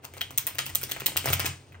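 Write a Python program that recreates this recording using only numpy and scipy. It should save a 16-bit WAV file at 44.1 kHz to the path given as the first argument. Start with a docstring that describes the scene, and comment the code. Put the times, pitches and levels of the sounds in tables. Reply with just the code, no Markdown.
"""Playing cards flicked onto a table

Two thumbs let cards flick down one by one onto a wooden table, ending in a quick flurry and a last faint flick.
Each snap is a band-passed click with crackling noise, discrete reflections and a diffuse decaying tail.
Pats are short windowed oscillations, the pack and table ring as damped modes, and sliding cards are sparse
random grains. Filtered noise gives a faint room rumble; a phone with two microphone ports hears it all."""
import sys
import numpy as np
from scipy import signal
from scipy.fft import rfft, irfft, next_fast_len
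from scipy.io import wavfile

SR = 44100
rng = np.random.default_rng(int(sys.argv[2]) if len(sys.argv) > 2 else 0)


def inscribe(sig):
    """Save sig as 16-bit PCM at rate SR to the path in sys.argv[1].

    A 1-D sig is mono; a 2-D sig holds one channel per row.
    Samples are clipped to [-1, 1] before scaling.
    """
    pcm = np.round(np.clip(np.atleast_2d(sig).T, -1, 1) * 32767)
    wavfile.write(sys.argv[1], SR, pcm.astype(np.int16))


def decibels_to_gain(level_db):
    """Convert a level in decibels to a linear amplitude gain (20 dB per decade)."""
    exponent = np.asarray(level_db, float) / 20
    return 10 ** exponent


N = 79380  # samples, 1.8 s

# low modes of the wooden table: frequency_hz, level_db, t60_s
TABLE_MODES = [(91, 0, .35), (131, -2, .3), (160, -13, .2)]


def curve(rows, x, log=False):
    """Linear interpolation between table rows, on a logarithmic axis if asked."""
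    points = np.array(rows, float)
    if log:
        return np.interp(np.log(x + 1), np.log(points[:, 0] + 1), points[:, 1])
    return np.interp(x, points[:, 0], points[:, 1])


def colour(x, gain):
    """Linear filtering: the spectrum is multiplied by a gain that is a function of Hz."""
    size = next_fast_len(N + SR // 4)
    frequency_hz = np.arange(size // 2 + 1) * SR / size
    return irfft(rfft(x, size) * gain(frequency_hz), size)[..., :N]


def band(x, lo_hz, hi_hz):
    """Causal band-pass filtering: only the frequencies between two limits stay strong."""
    return signal.sosfilt(signal.butter(2, [lo_hz, hi_hz], "band", fs=SR, output="sos"), x)


def unit(x):
    """Normalisation of signal power: the rms becomes 1."""
    return x / np.sqrt(np.mean(x ** 2))


def decay(t, t60_s):
    """Exponential damping: the amplitude falls by 60 dB in t60_s."""
    return np.exp(-np.log(1000) * t / t60_s)


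def add(out, start_s, x):
    """Superposition: x is summed into out from start_s on."""
    i = int(start_s * SR)
    out[i:i + len(x)] += x[:max(N - i, 0)]


def tail(x, t60_s, level_db):
    """Diffuse reverberation: convolution with two partly correlated, decaying noises."""
    builds_s, correlation = 0.0062, 0.41
    t = np.arange(SR // 2) / SR
    envelope = decay(t, t60_s) * np.clip(t / builds_s, 0, 1)  # swells in after the direct sound
    first, other = rng.standard_normal((2, len(t))) * envelope
    second = correlation * first + np.sqrt(1 - correlation ** 2) * other
    response = np.array([first, second]) / np.sqrt(np.sum(first ** 2))
    return decibels_to_gain(level_db) * signal.fftconvolve(x[None], response, axes=1)[:, :N]


def room():
    """Stationary background noise: white noise shaped by a spectrum into faint rumble and hiss."""
    # relative spectrum of the room: frequency_hz, level_db
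    room_spectrum = [(18, -57), (30, -24), (127, 2.5), (153, -9), (179, -50), (245, -9.5), (384, -10.5),
                     (3060, -34), (10800, -49.5), (16000, -65)]
    noise = colour(rng.standard_normal((2, N)), lambda f: decibels_to_gain(curve(room_spectrum, f, True)))
    return unit(noise) * decibels_to_gain(-57.5)


def boom():
    """Random excitation of resonances: unsteady hand pressure, as noise, rings the table's modes."""
    # boom of the table under the hands: time_s, level_db
    boom_level = [(0, -68), (.1, -53), (.35, -52.5), (.6, -51.5), (.75, -45.5), (.93, -55), (1.07, -44),
                  (1.2, -56), (1.35, -39), (1.5, -41.5), (1.6, -65), (1.7, -51.5), (1.8, -46)]
    out = 0
    for hz, level_db, t60_s in TABLE_MODES:
        pole = np.exp(2j * np.pi * hz / SR - np.log(1000) / (t60_s * SR))
        ringing = signal.lfilter([1], [1, -pole], rng.standard_normal(N + SR))
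        settled = ringing[SR:].imag  # the first second builds up unheard
        out = out + decibels_to_gain(level_db) * unit(settled)
    return unit(out) * decibels_to_gain(curve(boom_level, np.arange(N) / SR))


def pushes():
    """Damped modal response: each heavier push swells the table's modes and lets them die."""
    # pushes on the table: start_s, then level_db of each table mode
    push_events = [(0.617, -53, -48, -40), (0.689, -55, -45, -57), (1.144, -33, -68, -41),
                   (1.258, -58, -23.5, -36), (1.291, -25, -38, -29.5), (1.326, -39, -30, -52),
                   (1.436, -56, -46, -53), (1.468, -32, -37.5, -33)]
    rise_s = 0.019
    out, t = np.zeros(N), np.arange(SR // 3) / SR
    swell = 1 - np.exp(-(t / rise_s) ** 2)
    for start_s, *levels_db in push_events:
        for level_db, (hz, _, t60_s) in zip(levels_db, TABLE_MODES):
            mode = np.sin(2 * np.pi * hz * t) * decay(t, t60_s)
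            add(out, start_s, decibels_to_gain(level_db) * mode * swell)
    return out


def rustle():
    """Friction as random impulses: dense tiny scrapes of uneven size from cards sliding on each other."""
    # strength of the sliding: time_s, level_db
    slide_level = [(0.0, -83), (0.144, -59), (0.35, -58.5), (0.782, -52.5), (1.026, -50.5), (1.318, -48),
                   (1.388, -50), (1.518, -54), (1.654, -64), (1.8, -70)]
    # relative spectrum of the sliding: frequency_hz, level_db
    slide_spectrum = [(150, 23), (500, -8.5), (1200, 2.5), (2500, 0), (5000, 2), (9000, -3.5), (14000, -17),
                      (17000, -9)]
    grains_per_s, spread_db, cap_db = 2700, 1, 2
    hit = rng.random(N) < grains_per_s / SR
    boost_db = np.minimum(spread_db * rng.exponential(size=N), cap_db)
    grains = hit * rng.standard_normal(N) * decibels_to_gain(boost_db)
    scrape = unit(colour(grains, lambda f: decibels_to_gain(curve(slide_spectrum, f, True))))
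    dry = scrape * decibels_to_gain(curve(slide_level, np.arange(N) / SR))
    return dry + tail(dry, 0.056, 1.33)


def pats():
    """Heavily damped oscillation: dull, ragged knocks of a cycle or two with a loose low flap."""
    # soft pats of card faces on the table: peak_s, level_db, pitch_hz
    pat_events = [(0.0465, -40, 934), (0.089, -54, 810), (0.14, -40.5, 720), (0.1685, -40, 795),
                  (0.178, -43, 500), (0.3082, -37.0, 890), (0.667, -37.5, 505), (0.7527, -39, 650),
                  (0.8351, -35.5, 421), (0.896, -42, 700), (0.9158, -36.5, 510), (0.965, -37, 565),
                  (1.0195, -31, 820), (1.063, -34.5, 505), (1.0848, -32.5, 860), (1.1207, -38.5, 780),
                  (1.1613, -29, 637), (1.2442, -33, 600), (1.259, -23, 757), (1.2738, -27, 710),
                  (1.28, -28.5, 710), (1.2889, -31, 814), (1.3036, -26.5, 650), (1.334, -32, 610),
                  (1.3967, -29, 712), (1.4461, -26, 1005), (1.4733, -35.5, 800), (1.7449, -51, 890)]
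    cycles, ragged = 0.618, 0.62  # Gaussian half-width in periods; rms of the roughness
    flap_db, flap_s = -11, 0.0059
    dry, t = np.zeros(N), np.arange(1200) / SR
    chance = rng.standard_normal((len(pat_events), 2, len(t)))
    for (peak_s, level_db, hz), (rough, loose) in zip(pat_events, chance):
        lead_s = 2 * cycles / hz  # from the start of the pat to its peak
        phase = (t - lead_s) * hz
        knock = -np.cos(2 * np.pi * phase) + ragged * unit(band(rough, 330, 2640))
        knock = knock * np.exp(-(phase / cycles) ** 2)
        flap = decibels_to_gain(flap_db) * unit(band(loose, 210, 600))
        flap = flap * np.exp(-t / flap_s) * np.clip(t / lead_s, 0, 1)
        add(dry, peak_s - lead_s, decibels_to_gain(level_db) * (knock + flap))
    return dry + tail(dry, 0.3, -4.5)


def rings():
    """Free vibration: modes of the pack, with their own strengths and a slight detuning at every blow."""
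    # brief ringing after some snaps: start_s, then level_db of each pack mode
    ring_events = [(0.2106, -39.5, -41, -39.5, -29, -38), (0.2145, -46, -36, -36, -27, -47),
                   (.4695, -39.5, -38, -52, -54, -56), (0.5858, -43, -39, -42, -52, -34),
                   (.6003, -41, -42, -50, -54, -54), (0.6926, -46, -50, -58, -56, -58),
                   (0.7516, -49, -52, -44, -44, -46), (1.0613, -44, -35, -33.5, -34, -53),
                   (1.168, -40, -36, -52, -41, -46), (1.3329, -39, -35, -35, -48, -52),
                   (1.458, -43, -30, -44, -44, -40), (1.7227, -66, -52.5, -69, -72, -76),
                   (1.745, -55, -66, -73, -75, -76)]
    # modes of the pack: frequency_hz, t60_s
    pack_modes = [(1954, 0.072), (2500, 0.027), (2995, 0.051), (3182, 0.046), (3870, 0.038)]
    dry, t = np.zeros(N), np.arange(6000) / SR
    chance = rng.standard_normal((len(ring_events), len(pack_modes)))
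    for (start_s, *levels_db), shifts in zip(ring_events, chance):
        for level_db, (hz, t60_s), shift in zip(levels_db, pack_modes, shifts):
            detuned_hz = hz * (1 + 0.0056 * shift)
            add(dry, start_s, decibels_to_gain(level_db) * np.sin(2 * np.pi * detuned_hz * t) * decay(t, t60_s))
    return dry + tail(dry, 0.3, -7.5)


def snaps():
    """Impulsive radiation with early reflections: a click and crackle per card, echoed band by band."""
    # card snaps: start_s, level_db in five bands from low to top, echo_db, crackle_s
    snap_events = [(0.024, -58, -53, -55, -55, -66, -1, 0.0023),
                   (0.034, -47, -49.5, -58, -51, -54, 6, 0.0073),
                   (0.0457, -38.5, -47, -40, -37, -34.5, 4.5, 0.0028),
                   (0.1378, -57, -37, -55, -35.5, -37, -16, 0.0019),
                   (0.1685, -39, -53, -53, -46, -40, 0, 0.0015),
                   (0.1753, -42, -49, -46, -43, -47, 5.5, 0.0019),
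                   (0.2095, -33, -34, -29.5, -32.5, -27.5, 5.5, 0.0024),
                   (0.307, -36.5, -43.5, -49, -35, -32, -5, 0.0024),
                   (0.3773, -29.5, -28.5, -21.5, -18, -8.5, -1.5, 0.001),
                   (0.4626, -37, -46, -50, -50, -45, -10, 0.0015),
                   (0.4685, -24.5, -28.5, -23.5, -22.5, -10, -6, 0.0023),
                   (0.5494, -37.5, -42, -43, -39.5, -31.5, 0, 0.0016),
                   (0.5848, -22, -21.5, -19.5, -16, -22.5, -1, 0.0015),
                   (0.5864, -26, -29.5, -22.5, -28, -21, -14, 0.001),
                   (0.5994, -54, -36, -35, -41, -37, -25, 0.00074),
                   (0.6588, -39, -30, -29.5, -31, -25.5, -2.5, 0.0018),
                   (0.6653, -34, -38, -41, -26.5, -24, -9, 0.0018),
                   (0.694, -37.5, -43, -52, -35.5, -33.5, 2, 0.003),
                   (0.7431, -35, -44, -52, -50, -45, -2, 0.0016),
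                   (0.75, -40.5, -37.5, -31, -19.5, -15, 7, 0.0022),
                   (0.8144, -34.5, -31.5, -35, -29.5, -25, -6, 0.0018),
                   (0.832, -39, -34, -26, -22, -18.5, -1, 0.0027),
                   (0.8938, -47, -35, -38, -32.5, -29.5, -0.5, 0.0015),
                   (0.9137, -37.5, -28.5, -24.5, -23.5, -19.5, 1, 0.0031),
                   (0.9635, -29.5, -36, -46, -45, -36, -2.5, 0.0012),
                   (1.0003, -41, -33, -34, -30.5, -28.5, 2.5, 0.0028),
                   (1.0606, -29.5, -26, -19, -14.5, -8.5, 0.5, 0.003),
                   (1.168, -25.5, -26, -17, -14, -10.5, -1.5, 0.0016),
                   (1.2437, -44, -25.5, -35, -30, -29, -12, 0.0017),
                   (1.2567, -28, -29, -32, -26, -25, -4, 0.00092),
                   (1.2587, -24, -23.5, -33, -15, -15, -11, 0.0011),
                   (1.2726, -31, -21.5, -32, -35, -32, -14, 0.0011),
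                   (1.2807, -40, -32, -24.5, -39, -28, -1, 0.00087),
                   (1.2882, -24, -41, -24, -26, -18.5, -5, 0.0015),
                   (1.3025, -26, -35, -25.5, -16, -22, -17.5, 0.002),
                   (1.3266, -30.5, -25.5, -23.5, -30, -21, 8, 0.002),
                   (1.3329, -38, -35, -31, -23.5, -17.5, 5.5, 0.0026),
                   (1.3364, -39, -36, -30, -20, -28, -14, 0.00091),
                   (1.3403, -42, -34, -47, -37, -23, -21, 0.002),
                   (1.3956, -24, -19.5, -18.5, -20, -16, -4, 0.0012),
                   (1.4005, -25.5, -22, -36, -20, -30, -18, 0.0016),
                   (1.414, -35, -29, -46, -40, -34, -16, 0.001),
                   (1.4304, -38, -42, -36, -42, -38, -17, 0.00071),
                   (1.446, -26, -34, -40, -29, -42, 1, 0.0012),
                   (1.457, -27, -25.5, -20, -16, -19, -1.5, 0.0011),
                   (1.4593, -32, -23.5, -31, -21.5, -20, -2.5, 0.002),
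                   (1.7223, -54, -50, -56, -55, -51, -2, 0.0017),
                   (1.746, -38.5, -54, -62, -69, -71, -4.5, 0.0031)]
    # bands of a snap: low_hz, high_hz, level_db, ring_s, crackle_db, echo_db, room_t60_s, room_db
    snap_bands = [(596, 1706, -7.5, 0.00096, -8, -1, 0.22, 0.5),
                  (1287, 2780, -3.5, 0.00022, -6, -2.5, 0.3, 1.5),
                  (2640, 5430, -2.5, 0.00026, -7.5, 0.5, 0.23, 1),
                  (5010, 10520, 2, 0.00025, -6, -3.5, 0.28, -3.5),
                  (10130, 14300, 3.5, 0.00002, -24, -4, 0.15, -6.5)]
    # reflections off near surfaces: delay_s, level_db, side_share (signed ratio of side to mid)
    reflections = [(.0005, -0.5, 0.34), (.0022, -14.5, -.5), (.0043, 3.5, 0.56), (.0058, 4, 2.3),
                   (.0087, -5, -0.64), (0.0147, -10.5, -0.57)]
    click = 6  # clean impulse against the noise of a snap
    out, t = np.zeros((2, N)), np.arange(800) / SR
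    chance = rng.standard_normal((len(snap_events), len(snap_bands), len(t)))
    for k, (lo_hz, hi_hz, band_db, ring_s, crackle_db, bounce_db, t60_s, room_db) in enumerate(snap_bands):
        mid, side, far = np.zeros((3, N))
        for (start_s, *levels_db, echo_db, crackle_s), noise in zip(snap_events, chance):
            envelope = np.exp(-t / ring_s) + decibels_to_gain(crackle_db) * np.exp(-t / crackle_s)
            snap = band(noise[k] * envelope + click * (t == 0), lo_hz, hi_hz)
            # equal energy for its bandwidth, then the level of this card in this band
            snap = snap / np.sqrt(np.sum(snap ** 2) * (hi_hz - lo_hz) / SR * 3)
            snap = snap * decibels_to_gain(levels_db[k] + band_db)
            add(mid, start_s, snap)
            add(side, start_s, snap)
            add(far, start_s, snap * np.hypot(decibels_to_gain(2), decibels_to_gain(echo_db)))  # feeds the room
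            for delay_s, reflection_db, side_share in reflections:
                echo = snap * decibels_to_gain(reflection_db + bounce_db + echo_db)
                add(mid, start_s + delay_s, echo)
                add(side, start_s + delay_s, echo * side_share)
        out += np.array([mid, side]) + tail(far, t60_s, room_db)
    return out


def scene():
    """Sum and difference stereo: the ports' common and differing parts are coloured, then combined."""
    # colour of left + right: frequency_hz, level_db
    mid_colour = [(20, -38), (50, -4), (68, -6.5), (90, 0), (135, 0.5), (165, -1.5), (210, 4), (1000, 1.5),
                  (1650, 0.5), (2000, 3.5), (3000, 5), (4000, 1), (7500, 1), (9000, 4.5), (10100, -4.5),
                  (10600, -16), (11300, -24), (12000, -11.5), (12500, -5.5), (14500, 5.5), (15700, 9.5),
                  (16100, -7), (16900, -28)]
    # colour of left - right: frequency_hz, level_db
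    side_colour = [(30, -39), (100, -19.5), (300, -9), (800, -1.5), (1400, 1), (2200, -4), (3200, 3),
                   (5000, -4), (7000, 1), (8500, -4), (10500, -0.5), (12500, -5), (14500, -8.5),
                   (16700, -22)]
    # phase of the side against the mid: frequency_hz, phase_rad
    side_phase = [(30, .6), (300, 1.3), (1000, 1.37), (3000, 1.48), (5500, 0.41), (9000, 1.43),
                  (16000, 1.7)]
    both = snaps() + rings() + pats() + pushes() + rustle() + boom() + room()
    mid = colour(both[0], lambda f: decibels_to_gain(curve(mid_colour, f, True)))
    side = colour(both[1], lambda f: decibels_to_gain(curve(side_colour, f, True)) * np.exp(1j * curve(side_phase, f, True)))
    return np.array([mid + side, mid - side])


def roll_off(x):
    """The treble ends steeply here."""
    return signal.sosfilt(signal.butter(12, 17090, fs=SR, output="sos"), x)


def record(dry):
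    """Band limitation: a steep elliptic low-pass cuts the top."""
    top_hz = 17000
    low_pass = signal.ellip(8, .2, 70, top_hz, fs=SR, output="sos")
    mix = signal.sosfilt(low_pass, dry)
    return roll_off(mix)


dry = scene()
out = record(dry)
inscribe(out)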